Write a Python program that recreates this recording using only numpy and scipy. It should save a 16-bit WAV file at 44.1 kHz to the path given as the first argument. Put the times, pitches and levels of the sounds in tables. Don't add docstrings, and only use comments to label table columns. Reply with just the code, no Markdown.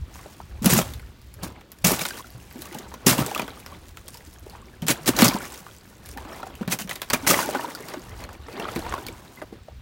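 import sys
import numpy as np
from scipy import signal
from scipy.fft import rfft, irfft, next_fast_len
from scipy.io import wavfile
from scipy.ndimage import uniform_filter1d

SR = 44100
rng = np.random.default_rng(int(sys.argv[2]) if len(sys.argv) > 2 else 0)


def attenuation_scalar(level_db):
    decades = np.asarray(level_db, float) / 20
    return 10 ** decades


def wav_out(sig):
    wavfile.write(sys.argv[1], SR, np.round(np.clip(np.atleast_2d(sig).T, -1, 1) * 32767).astype(np.int16))


N = 432621
REST_DB = -67.5

# (frequency [Hz], level [dB per Hz])
SHARD_SPECTRUM = [(880, -15.5), (1500, 1.5), (4170, -3.5), (5360, 1), (6490, 0.5), (15100, -5), (16000, 2),
                  (16500, -5.5)]


def evened(x):
    return x / np.sqrt(np.mean(x ** 2) + 1e-20)


def add(mix, s, sound):
    part = mix[round(s * SR):][:len(sound)]
    part += sound[:len(part)]


def curve(table):
    return attenuation_scalar(np.interp(np.arange(N) / SR, *np.transpose(table)))


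def colour(x, points):
    size = next_fast_len(len(x))
    f, db = np.transpose(points)
    hz = np.fft.rfftfreq(size, 1 / SR) + 1
    gain = attenuation_scalar(np.interp(np.log(hz), np.log(f), db))
    return irfft(rfft(x, size) * gain, size)[:len(x)]


def drift(per_s):
    knots = np.tanh(0.7 * rng.standard_normal(4000))
    return evened(np.interp(np.arange(N) / SR * per_s, np.arange(len(knots)), knots))


def clicks(per_s, spread_db):
    size = attenuation_scalar(spread_db * np.minimum(rng.exponential(1, N), 5))
    sign = rng.choice([-1., 1.], N)
    return size * sign * (rng.random(N) < per_s / SR)


def grains(hz_lo, hz_hi, cycles, per_s, spread_db, glide, count):
    t, out = np.arange(2048) / SR, np.zeros(N)
    train = clicks(per_s, spread_db)
    which = rng.integers(0, count, N)
    for k, hz in enumerate(np.geomspace(hz_lo, hz_hi, count)):
        tone = np.sin(2 * np.pi * hz * t * (1 + glide * hz * t))
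        wavelet = tone * np.exp(-3 * hz * t / cycles)
        out += signal.oaconvolve(train * (which == k), wavelet / np.linalg.norm(wavelet))[:N]
    return evened(out)


def crackle(per_s, spread_db, t60, clump_db, clumps_per_s, points):
    t = np.arange(1500) / SR
    snaps = clicks(per_s, spread_db) * attenuation_scalar(clump_db * drift(clumps_per_s))
    power = signal.oaconvolve(snaps ** 2, attenuation_scalar(-120 * t / t60))[:N]
    return evened(colour(np.sqrt(abs(power)) * rng.standard_normal(N), points))


def wind():
    # (time [s], level [dB])
    gusts = [(0.0, -33.5), (0.38, -54), (0.66, -36), (1.77, -50.5), (1.86, -40), (2.19, -50.5), (3.01, -52),
             (3.08, -47), (3.61, -50.5), (4.61, -47.5), (5.3, -48), (7.27, -48.5), (7.73, -58),
             (8.06, -42.5), (8.61, -50), (8.8, -31.5), (9.29, -52), (9.81, -44.5)]
    # (frequency [Hz], level [dB per Hz])
    rumble = [(12, -46), (20, -11), (43, 1.5), (65, 8), (121, -1), (146, -11), (250, -28), (320, -84.5)]
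    lumps = attenuation_scalar(3.6 * drift(9))
    return curve(gusts) * evened(colour(rng.standard_normal(N), rumble) * lumps)


def field():
    # (frequency [Hz], level [dB per Hz])
    air = [(59, -52), (100, 11.5), (240, -24), (884, -8), (3940, -11), (12800, -31), (15100, -17),
           (16500, -67)]
    return attenuation_scalar(-59) * evened(colour(rng.standard_normal(N), air)) * attenuation_scalar(1.3 * drift(1.7))


def effort(wet):
    # (peak time [s], build-up [s], settling [s], effort [dB],
    # wetness of water over shards [dB])
    shifts = [(0.15, 0.2, 1, -51.5, 2.5), (0.82, 0.34, 0.53, -44.5, -2.5), (0.89, .1, 0.15, -49, 10),
              (1.44, 0.14, 0.46, -60.5, 15.5), (2.2, 0.044, .08, -61, 4), (2.02, 0.19, 0.39, -34.5, -2.5),
              (2.62, 0.44, 0.19, -47, 1.5), (2.74, 0.21, 0.37, -45.5, 4), (3.33, 0.48, 0.4, -39, 4.5),
              (3.47, 0.1, 0.83, -51.5, -3), (3.72, 0.14, 0.37, -60.5, 11.5), (4.1, 0.36, 1, -50.5, -3),
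              (4.5, 0.23, 0.87, -62, 13.5), (4.93, 0.05, 0.22, -41.5, 0.5), (5.25, 0.22, 0.26, -29.5, 6),
              (5.42, 0.09, 0.27, -40.5, 0.5), (5.55, .2, 0.6, -45.5, -4), (6.09, 0.12, 0.11, -40, -24),
              (6.3, 0.46, 1, -50.5, 8.5), (6.796, 0.0037, 0.07, -33.5, -3), (6.901, 0.011, 0.15, -36.5, -3),
              (7.16, .03, .3, -52, -23), (7.4, 0.4, 0.9, -35.5, 4.5), (7.53, 0.064, 0.15, -41, 12),
              (7.9, 0.056, 0.24, -51, 9.5), (8.21, 0.2, 0.22, -50.5, 11), (8.52, 0.14, 1, -58, 13),
              (8.62, 0.13, .4, -47, 10.5), (8.9, 1, 0.77, -47.5, 8.5), (9.4, 0.77, 0.12, -55.5, 1)]
    range_db = 25
    t = np.arange(0, N + 64, 64) / SR
    power = attenuation_scalar(REST_DB) ** 2
    for s, build_s, settle_s, db, wet_db in shifts:
        away = np.where(t < s, (s - t) / build_s, (t - s) / settle_s)
        power = power + attenuation_scalar(db + wet * wet_db - range_db * away) ** 2
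    return np.interp(np.arange(N) / SR, t, np.sqrt(power))


def shudder(per_s, spread_db):
    # (frequency [Hz], level [dB per Hz])
    flex = [(35, -57), (60, -12), (156, -6.5), (324, -8), (432, -12.5), (576, -5.5), (700, -7), (910, -57)]
    return evened(colour(grains(101.2, 488, 6.2, per_s, spread_db, -0.01, count=8), flex))


def flexing():
    rest_db, follows = -57.5, 0.3
    return attenuation_scalar(rest_db) * (effort(wet=0.88) / attenuation_scalar(REST_DB)) ** follows * shudder(420, 2.2)


def slosh():
    # (frequency [Hz], level [dB])
    small = [(1100, -3), (5000, -12)]
    # (frequency [Hz], level [dB per Hz])
    water = [(150, -35), (330, -14), (544, -17.5), (772, -7.5), (1100, -11.5), (1770, -21), (5000, -26.5),
             (6500, -62)]
    bubbles = grains(259.4, 4500, 15.0, 1700, 3.1, 0.00089, count=26) * attenuation_scalar(2.8 * drift(28))
    wash = rng.standard_normal(N) * attenuation_scalar(3.5 * drift(35))
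    mixed = 0.74 * evened(colour(bubbles, small)) + 0.34 * evened(colour(wash, water))
    return effort(wet=1) * evened(mixed)


def shards():
    ticks = crackle(300, 4.7, 0.019, 10.0, 21, SHARD_SPECTRUM)
    tinkle = grains(1406, 12900, 12.0, 700, 5.5, 0.00046, count=14)
    fizz = crackle(1600, 3.2, 0.012, 3.2, 30, SHARD_SPECTRUM)
    return effort(wet=0) * evened(0.57 * ticks + 0.6 * tinkle + 0.84 * fizz)


def ring(peak_db, hz, cycles, glide, rise_s, wobble, rough, upper, upper_db):
    t = np.arange(len(wobble)) / SR
    age = t * hz / cycles
    turn = 2 * np.pi * np.cumsum(hz * (1 + glide * age)) / SR
    shape = attenuation_scalar(-60 * age) * (1 - np.exp(-t / rise_s))
    uneven = 1 + rough * evened(uniform_filter1d(wobble, int(SR / hz)))
    note = np.sin(turn) + attenuation_scalar(upper_db - 42 * age) * np.sin(upper * turn)
    return attenuation_scalar(peak_db) * note * uneven * shape / shape.max()


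def plops():
    # (time [s], peak [dB], pitch [Hz])
    pops = [(0.155, -42, 970), (0.191, -41, 1080), (0.258, -38, 584), (0.401, -38, 876), (1.436, -40, 790),
            (2.054, -25, 1750), (2.107, -36, 1600), (2.749, -33.5, 810), (2.916, -36.5, 903),
            (3.315, -33, 790), (3.361, -25.5, 617), (3.395, -21.5, 934), (4.464, -43, 593),
            (4.551, -40.5, 950), (5.363, -27.5, 960), (5.664, -35, 1145),
            (6.178, -35, 793), (6.25, -33, 1005), (6.397, -36, 950), (6.429, -27, 736),
               (6.466, -34.5, 737), (6.628, -31, 1014), (7.309, -13.5, 1240), (7.342, -14, 1950),
               (7.388, -16.5, 1010), (7.488, -23, 590), (7.548, -17.5, 796), (7.595, -27, 925),
               (7.644, -32, 940), (7.806, -40, 418), (7.938, -29, 600), (8.29, -30.5, 1040),
               (8.484, -33, 877), (8.575, -35.5, 1060), (8.652, -31, 1240), (8.687, -36, 617),
               (8.822, -35, 830), (8.865, -28, 937), (8.9235, -25, 1370), (8.938, -22, 1056),
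               (8.979, -28, 960), (9.417, -29.5, 599), (9.526, -34.5, 324), (9.682, -40, 620)]
    out = np.zeros(N)
    for s, db, hz in pops:
        noise = rng.standard_normal(8192)
        add(out, s, ring(db, hz, 35.7, 0.14, 0.00054, noise, 0.97, 2.0, -16.0))
    return out


def pings(rows, bend_per_s, rise_s):
    t, out = np.arange(8192) / SR, np.zeros(N)
    for s, db, hz, t60 in rows:
        shape = attenuation_scalar(-60 * t / min(t60, 130 / hz)) * (1 - np.exp(-t / rise_s)) ** 2
        tone = np.sin(2 * np.pi * hz * t * (1 + bend_per_s * t))
        add(out, s, attenuation_scalar(db - 1.5) * shape / shape.max() * tone)
    return out


def pockets():
    # (time [s], peak [dB], pitch [Hz], t60
    # [s])
    hollows = [(0.411, -43, 1290, 0.024), (0.745, -17, 199.5, 0.2), (1.433, -28, 271, 0.03),
               (1.915, -17.5, 333, 0.041), (2.002, -34, 1150, 0.063), (2.205, -31, 1070, 0.012),
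               (2.716, -34, 336, 0.061), (3.077, -17, 294, 0.03), (3.184, -20, 996, 0.029),
               (3.216, -30, 1270, 0.11), (3.315, -24, 820.0, 0.016), (3.36, -18.5, 1190, 0.014),
               (3.44, -33, 260.0, 0.078), (3.571, -37.5, 1190, 0.017), (3.722, -35.5, 1080.0, 0.02),
               (3.971, -39, 1320, 0.015), (4.148, -39, 920, 0.024), (4.466, -30.5, 420, 0.013),
               (4.534, -38, 830, 0.018), (4.623, -42, 1100, 0.025), (4.888, -28, 295, 0.19),
               (5.088, -10.5, 261, 0.018), (5.287, -13, 255, 0.026), (5.323, -26, 1030.0, 0.036),
               (5.346, -23, 258, 0.03), (5.362, -26, 927, 0.027), (6.161, -35.5, 781, 0.192),
               (6.165, -30.5, 247, 0.033), (6.179, -32.5, 895, 0.029), (6.252, -34, 262, 0.044),
               (6.429, -26, 1340, 0.018), (7.228, -28.5, 260.0, 0.16), (7.271, -19, 305, 0.018),
               (7.453, -29, 847, 0.27), (7.644, -23.5, 940, 0.02), (7.708, -40, 850, 0.11),
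               (7.75, -31, 1400, 0.023), (7.967, -32, 337, 0.11), (7.973, -28, 292, 0.03),
               (8.482, -35.5, 457, 0.091), (8.571, -36, 388, 0.35), (8.686, -24.5, 1290, 0.016),
               (8.762, -24, 327, 0.018), (8.771, -21, 312, 0.042), (8.838, -33, 850, 0.16),
               (8.938, -30, 1034, 0.071), (8.976, -37, 396, 0.14), (9.089, -30, 453, 0.015),
               (9.423, -35, 334, 0.022)]
    return pings(hollows, bend_per_s=1.3, rise_s=0.003)


def chips():
    # (time [s], peak [dB], pitch
    # [Hz], t60 [s])
    loose = [(0.661, -19, 6040, 0.018), (0.728, -29, 3790.0, 0.024), (1.845, -16, 2240, 0.04),
             (1.854, -34, 4740.0, 0.084), (2.105, -32, 4740.0, 0.018), (2.107, -32, 1580, 0.06),
             (2.618, -42, 3950, 0.072), (3.081, -18, 5340, 0.072), (3.12, -30, 1780, 0.024),
             (3.137, -32, 4400, 0.024), (3.279, -35, 3700.0, 0.018), (3.377, -40, 3900, 0.108),
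             (3.48, -33, 1470, 0.018), (4.738, -42, 1660, 0.024), (5.078, -28, 4100, 0.034),
             (5.079, -28, 2820, 0.06), (5.165, -25, 4050.0, 0.018), (5.246, -22, 4480.0, 0.12),
             (5.439, -37, 5210.0, 0.018), (5.47, -39, 5800, 0.018), (6.175, -31.5, 1810.0, 0.018),
             (6.33, -40, 5500, 0.018), (6.716, -26, 6200, 0.052), (6.729, -22, 2490, 0.026),
             (6.909, -40, 3920.0, 0.024), (7.144, -16.5, 2400, 0.024), (7.31, -24, 3470, 0.04),
             (7.38, -26, 5940.0, 0.018), (7.445, -35, 2360, 0.03), (7.533, -39, 3100.0, 0.024),
             (7.591, -30, 1750, 0.024), (7.831, -40, 2110.0, 0.022), (7.936, -35, 5600, 0.016),
             (7.936, -35, 1640, 0.018), (8.239, -36, 4260.0, 0.024), (8.577, -35, 2100, 0.022),
             (8.598, -30.5, 2730, 0.022), (9.084, -28.5, 2310, 0.015), (9.373, -40, 2050, 0.081)]
    # (time [s], peak [dB], pitch [Hz])
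    flakes = [(2.011, -22, 2320), (2.034, -25, 5100), (2.053, -28, 3770), (2.155, -36, 3200),
              (2.188, -38, 3900), (2.194, -32, 1040), (2.244, -36, 1350), (3.348, -21, 2600),
              (3.395, -20, 2430), (3.417, -32, 4600), (5.31, -23, 2290), (5.39, -40, 2300),
              (5.434, -34, 1720), (5.446, -36, 1800), (6.811, -28.5, 205), (6.847, -27.5, 186),
              (6.911, -21.5, 1970), (7.477, -24, 270), (7.51, -32, 261), (7.555, -18, 1480),
              (7.559, -23.5, 268), (8.606, -34, 500), (8.62, -31.5, 1420), (8.821, -34, 4220),
              (8.789, -26.5, 300), (0.617, -22.5, 210), (2.588, -32.5, 312), (2.939, -29, 1020),
              (3.047, -35, 477), (6.627, -32, 1400), (5.198, -20.5, 330), (5.208, -19, 520),
              (5.01, -34, 150)]
    decaying = [(s, db, hz, 0.0059 + 15 / hz) for s, db, hz in flakes]
    return pings(loose + decaying, bend_per_s=0.15, rise_s=0.0012)


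def breaks():
    # (start [s], rise [s], fall [s], force [dB], weight of boom over shatter [dB])
    plunges = [(0.622, 0.041, 0.068, -26, 4.5), (0.69, 0.012, 0.15, -20.5, -9.5),
               (0.719, 0.073, 0.024, -26, 5.5), (1.424, 0.0087, 0.046, -34.5, 4.5),
               (1.842, 0.0037, 0.089, -15.5, -5.5), (1.896, 0.015, 0.13, -27.5, -7.5),
               (2.0, 0.018, 0.016, -27, -4.5), (3.062, 0.0045, 0.1, -12.5, -4.5),
               (3.177, 0.015, 0.071, -27.5, 2), (4.868, 0.044, 0.023, -16, -10),
               (5.059, 0.023, 0.031, -17.5, -3), (5.164, 0.058, 0.015, -18.5, -1.5),
               (5.24, 0.0095, 0.028, -15, -5), (5.255, 0.013, 0.019, -30, 6),
               (6.699, 0.022, 0.04, -21.5, -6.5), (7.13, 0.0052, 0.019, -17, -3),
               (7.265, 0.01, 0.045, -14.5, -20), (7.275, 0.028, 0.082, -19, 0),
               (7.36, 0.023, 0.1, -26.5, -31)]
    # (frequency [Hz], level [dB per Hz])
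    wet_spectrum = [(300, -11), (550, 11), (1200, 8.5), (2400, -2.5), (3500, -7.5)]
    rise_db, fall_db, fall_curve = 18.5, 25, 1.3
    last = 1.7
    crunch_db, crunch_follows = -3.5, 0.76
    lasts = np.array([[1], [1.57], [1.32]])
    splinters = grains(2260, 17300, 9.4, 2500, 1.9, 0.001, count=12)
    shatter = evened(crackle(1500, 1.8, 0.013, 2.8, 120, SHARD_SPECTRUM) + 0.7 * splinters)
    crunch = crackle(700, 2.4, 0.013, 0.79, 60, wet_spectrum)
    boom = shudder(260, 2.1)
    layers, out = np.array([shatter, crunch, boom]), np.zeros(N)
    for s, rise_s, fall_s, db, weight_db in plunges:
        t = np.arange(0, rise_s + last * fall_s, 1 / SR)
        rise = np.maximum(1 - t / rise_s, 0)
        fall = np.maximum(t - rise_s, 0) / (fall_s * lasts)
        peak_db = db + np.array([[0], [crunch_db + crunch_follows * weight_db], [weight_db]])
        gains = attenuation_scalar(peak_db - rise_db * rise - fall_db * fall ** fall_curve)
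        add(out, s, (gains * layers[:, round(s * SR):][:, :len(t)]).sum(0))
    return out


def bend(x, lag_s):
    hz = np.fft.rfftfreq(len(x), 1 / SR)
    return irfft(rfft(x) * np.exp(-4j * np.pi * lag_s * np.sqrt(1000 * hz)), len(x))


def crack(peak_db, dull_db, shard_hz, scatter, lag):
    t = np.arange(len(scatter)) / SR
    t60 = 0.045 * attenuation_scalar(0.12 * (peak_db + 26.5))
    jerks = attenuation_scalar(4.07 * evened(uniform_filter1d(scatter[::-1], 70))) * (1 - np.exp(-t / 0.00012))
    bright = 0.054 * scatter * attenuation_scalar(-60 * t / (1.1 * t60))
    dark = 0.06 * uniform_filter1d(scatter, 6) * attenuation_scalar(-60 * t / (1.8 * t60))
    split = jerks * (bright + dark)
    split[0] = 0.85
    tone = [(300, dull_db + 3.0), (900, dull_db + 6.0), (2100, dull_db + 5.5), (0.94 * shard_hz, -2.5),
            (shard_hz, 5.5), (1.35 * shard_hz, -2.5), (18000, -1.5)]
    lag_s = 0.001 + 0.001 * lag
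    shard = 0.083 * np.sin(2 * np.pi * shard_hz * t) * attenuation_scalar(-60 * t * shard_hz / 60)
    return attenuation_scalar(peak_db + 8.5) * (bend(colour(split, tone), lag_s) + shard)


def cracks():
    # (time [s], peak [dB], dullness of mid over treble [dB], shard pitch [Hz])
    splits = [(0.6444, -11, -12, 13000), (0.6583, 1.5, -14, 10500), (0.6956, -14, -22, 3520),
              (0.736, -1, -49, 11800), (0.7784, -5, -23, 6900), (1.8486, -0.5, -18, 6000),
              (1.8694, 0, -22, 7300), (1.918, -4, -26, 10700), (1.9928, -12.5, -5.5, 3600),
              (2.0519, -10.5, -4, 3720), (3.0657, -4, -29, 5270), (3.1812, -11.5, -15, 2820),
              (3.2628, -11.5, -17, 7660), (3.348, -15, -6, 2740), (3.3773, -14, -2.5, 3320),
              (3.3955, -16, -1, 2960), (4.867, -15.5, -8, 4930), (4.8831, -0.5, -5, 7400),
              (5.1657, -11, -20, 6040), (5.1887, -1, 0, 5660), (5.2204, 1, -3.5, 3460),
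              (5.229, -5, -28, 4260), (5.244, 3.5, -27, 5800), (5.2807, -2, -13, 4580),
              (6.7881, -14.5, -7, 5900), (6.9106, -18.5, 2.5, 6300), (7.0175, -11, -2.5, 3360),
              (7.1008, -9, -1.5, 4530), (7.1334, -6.5, 1, 5950), (7.2668, -10.5, 5.5, 3830)]
    # (time [s], peak [dB], shard pitch [Hz])
    hairlines = [(0.8163, -14, 3220), (0.9365, -22.5, 3580), (1.216, -37, 4630), (1.3402, -28.5, 10900),
                 (1.718, -24, 11500), (2.62, -16, 10000), (2.746, -23.5, 2760), (2.7866, -22.5, 6730),
                 (3.5339, -38, 3500), (3.601, -32, 3720), (4.06, -37, 9300), (4.081, -20, 8400),
                 (4.143, -24.5, 4700), (4.172, -28, 5160), (4.33, -36, 5070), (4.8205, -23.5, 3050),
                 (5.06, -17, 4670), (5.078, -1.5, 7800), (5.5416, -24, 5460), (5.576, -26.5, 5630),
                 (5.765, -32, 5930), (1.476, -29, 4500), (6.059, -24.5, 9680), (6.0895, -23, 8600),
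                 (6.553, -27.5, 2750), (6.7196, -13, 8250), (7.995, -31, 4570), (6.9298, -23, 9000),
                 (8.33, -30.5, 5900), (9.084, -23.5, 3460)]
    # (time [s], peak [dB], dullness of mid over treble [dB])
    wet_snaps = [(1.4332, -18, -15), (1.61, -38, 5.5), (2.106, -28, -18), (2.1767, -27, -0.5),
                 (2.5106, -36, 4.5), (2.726, -27, 1.5), (2.94, -25.5, -1.5), (3.418, -23, 1),
                 (3.479, -25.5, 3), (3.662, -26.5, -2), (3.9711, -27.5, -0.5), (4.4976, -28, -22),
                 (5.4535, -24, 0), (6.1738, -24, -1), (0.9957, -37, 9), (6.677, -18.5, 1.5),
                 (6.875, -29, 5), (6.893, -18, -5), (6.9588, -22.5, -4), (7.5457, -33, 13.5),
                 (7.75, -18.5, -34), (7.885, -22, -6), (7.9375, -28, 8), (8.239, -29, 2),
                 (6.8203, -22, -14), (8.5982, -23.5, 2), (8.6827, -41, 20.5), (8.7598, -18.5, 2),
                 (9.066, -17.5, -10), (9.416, -41, 23.5)]
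    ticks = [(s, db, -12, hz) for s, db, hz in hairlines]
    snaps = [(*row, rng.uniform(2800, 6520)) for row in wet_snaps]
    out = np.zeros(N)
    for s, *row in splits + ticks + snaps:
        noise = rng.standard_normal(4096)
        add(out, s, crack(*row, noise, min(abs(noise[0]), 1)))
    return out


def thumps():
    # (time [s], peak [dB], pitch [Hz])
    slabs = [(0.658, -11.5, 198.5), (0.729, -14.5, 156), (1.843, -13.5, 182.3), (1.915, -19.5, 292),
             (2.349, -35, 120), (2.556, -33.5, 260), (2.751, -30.5, 225), (3.069, -9, 266),
             (3.19, -16.5, 150), (3.396, -25, 227), (3.428, -28.5, 296), (4.824, -20.5, 166),
             (4.904, -17, 253), (5.087, -15.5, 267), (5.145, -35, 208), (5.225, -11, 225),
             (5.257, -18, 184), (5.34, -21, 206), (6.611, -24.5, 214), (6.678, -21, 180), (7.137, -20, 255),
             (7.28, -21, 270), (7.393, -36, 366), (7.476, -40, 272), (7.548, -29, 274), (7.804, -32, 400),
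             (8.598, -25, 460), (8.762, -22.5, 297), (8.937, -31, 348), (9.423, -32.5, 310)]
    out = np.zeros(N)
    for s, db, hz in slabs:
        noise = rng.standard_normal(8192)
        add(out, s, ring(db, hz, 23.4, -0.15, 0.00027, noise, 0.97, 2.23, -16.5))
    return out


def ground(x):
    t = np.arange(4000) / SR
    tail = rng.standard_normal(len(t)) * attenuation_scalar(-60 * t / 0.13) * (t > 0.003)
    return attenuation_scalar(-14.5) * signal.oaconvolve(x, tail / np.linalg.norm(tail))[:N]


def scene():
    # (frequency [Hz], level [dB])
    edge = [(55, -40), (115, 0), (15880, 0), (16050, -45)]
    feet = flexing() + slosh() + shards() + plops() + breaks() + cracks() + thumps()
    notes = pockets() + chips()
    return (colour(feet + ground(feet) + notes + field(), edge) + wind())[None]


def low_pass(x):
    return signal.sosfilt(signal.butter(12, 16980, fs=SR, output="sos"), x)


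def record(dry):
    # (frequency [Hz], level [dB])
    top = [(16750, 0), (17000, -60)]
    limited = 0.79 * np.tanh(dry[0] / 0.76)
    return low_pass(colour(limited, top)[None])


dry = scene()
out = record(dry)
wav_out(out)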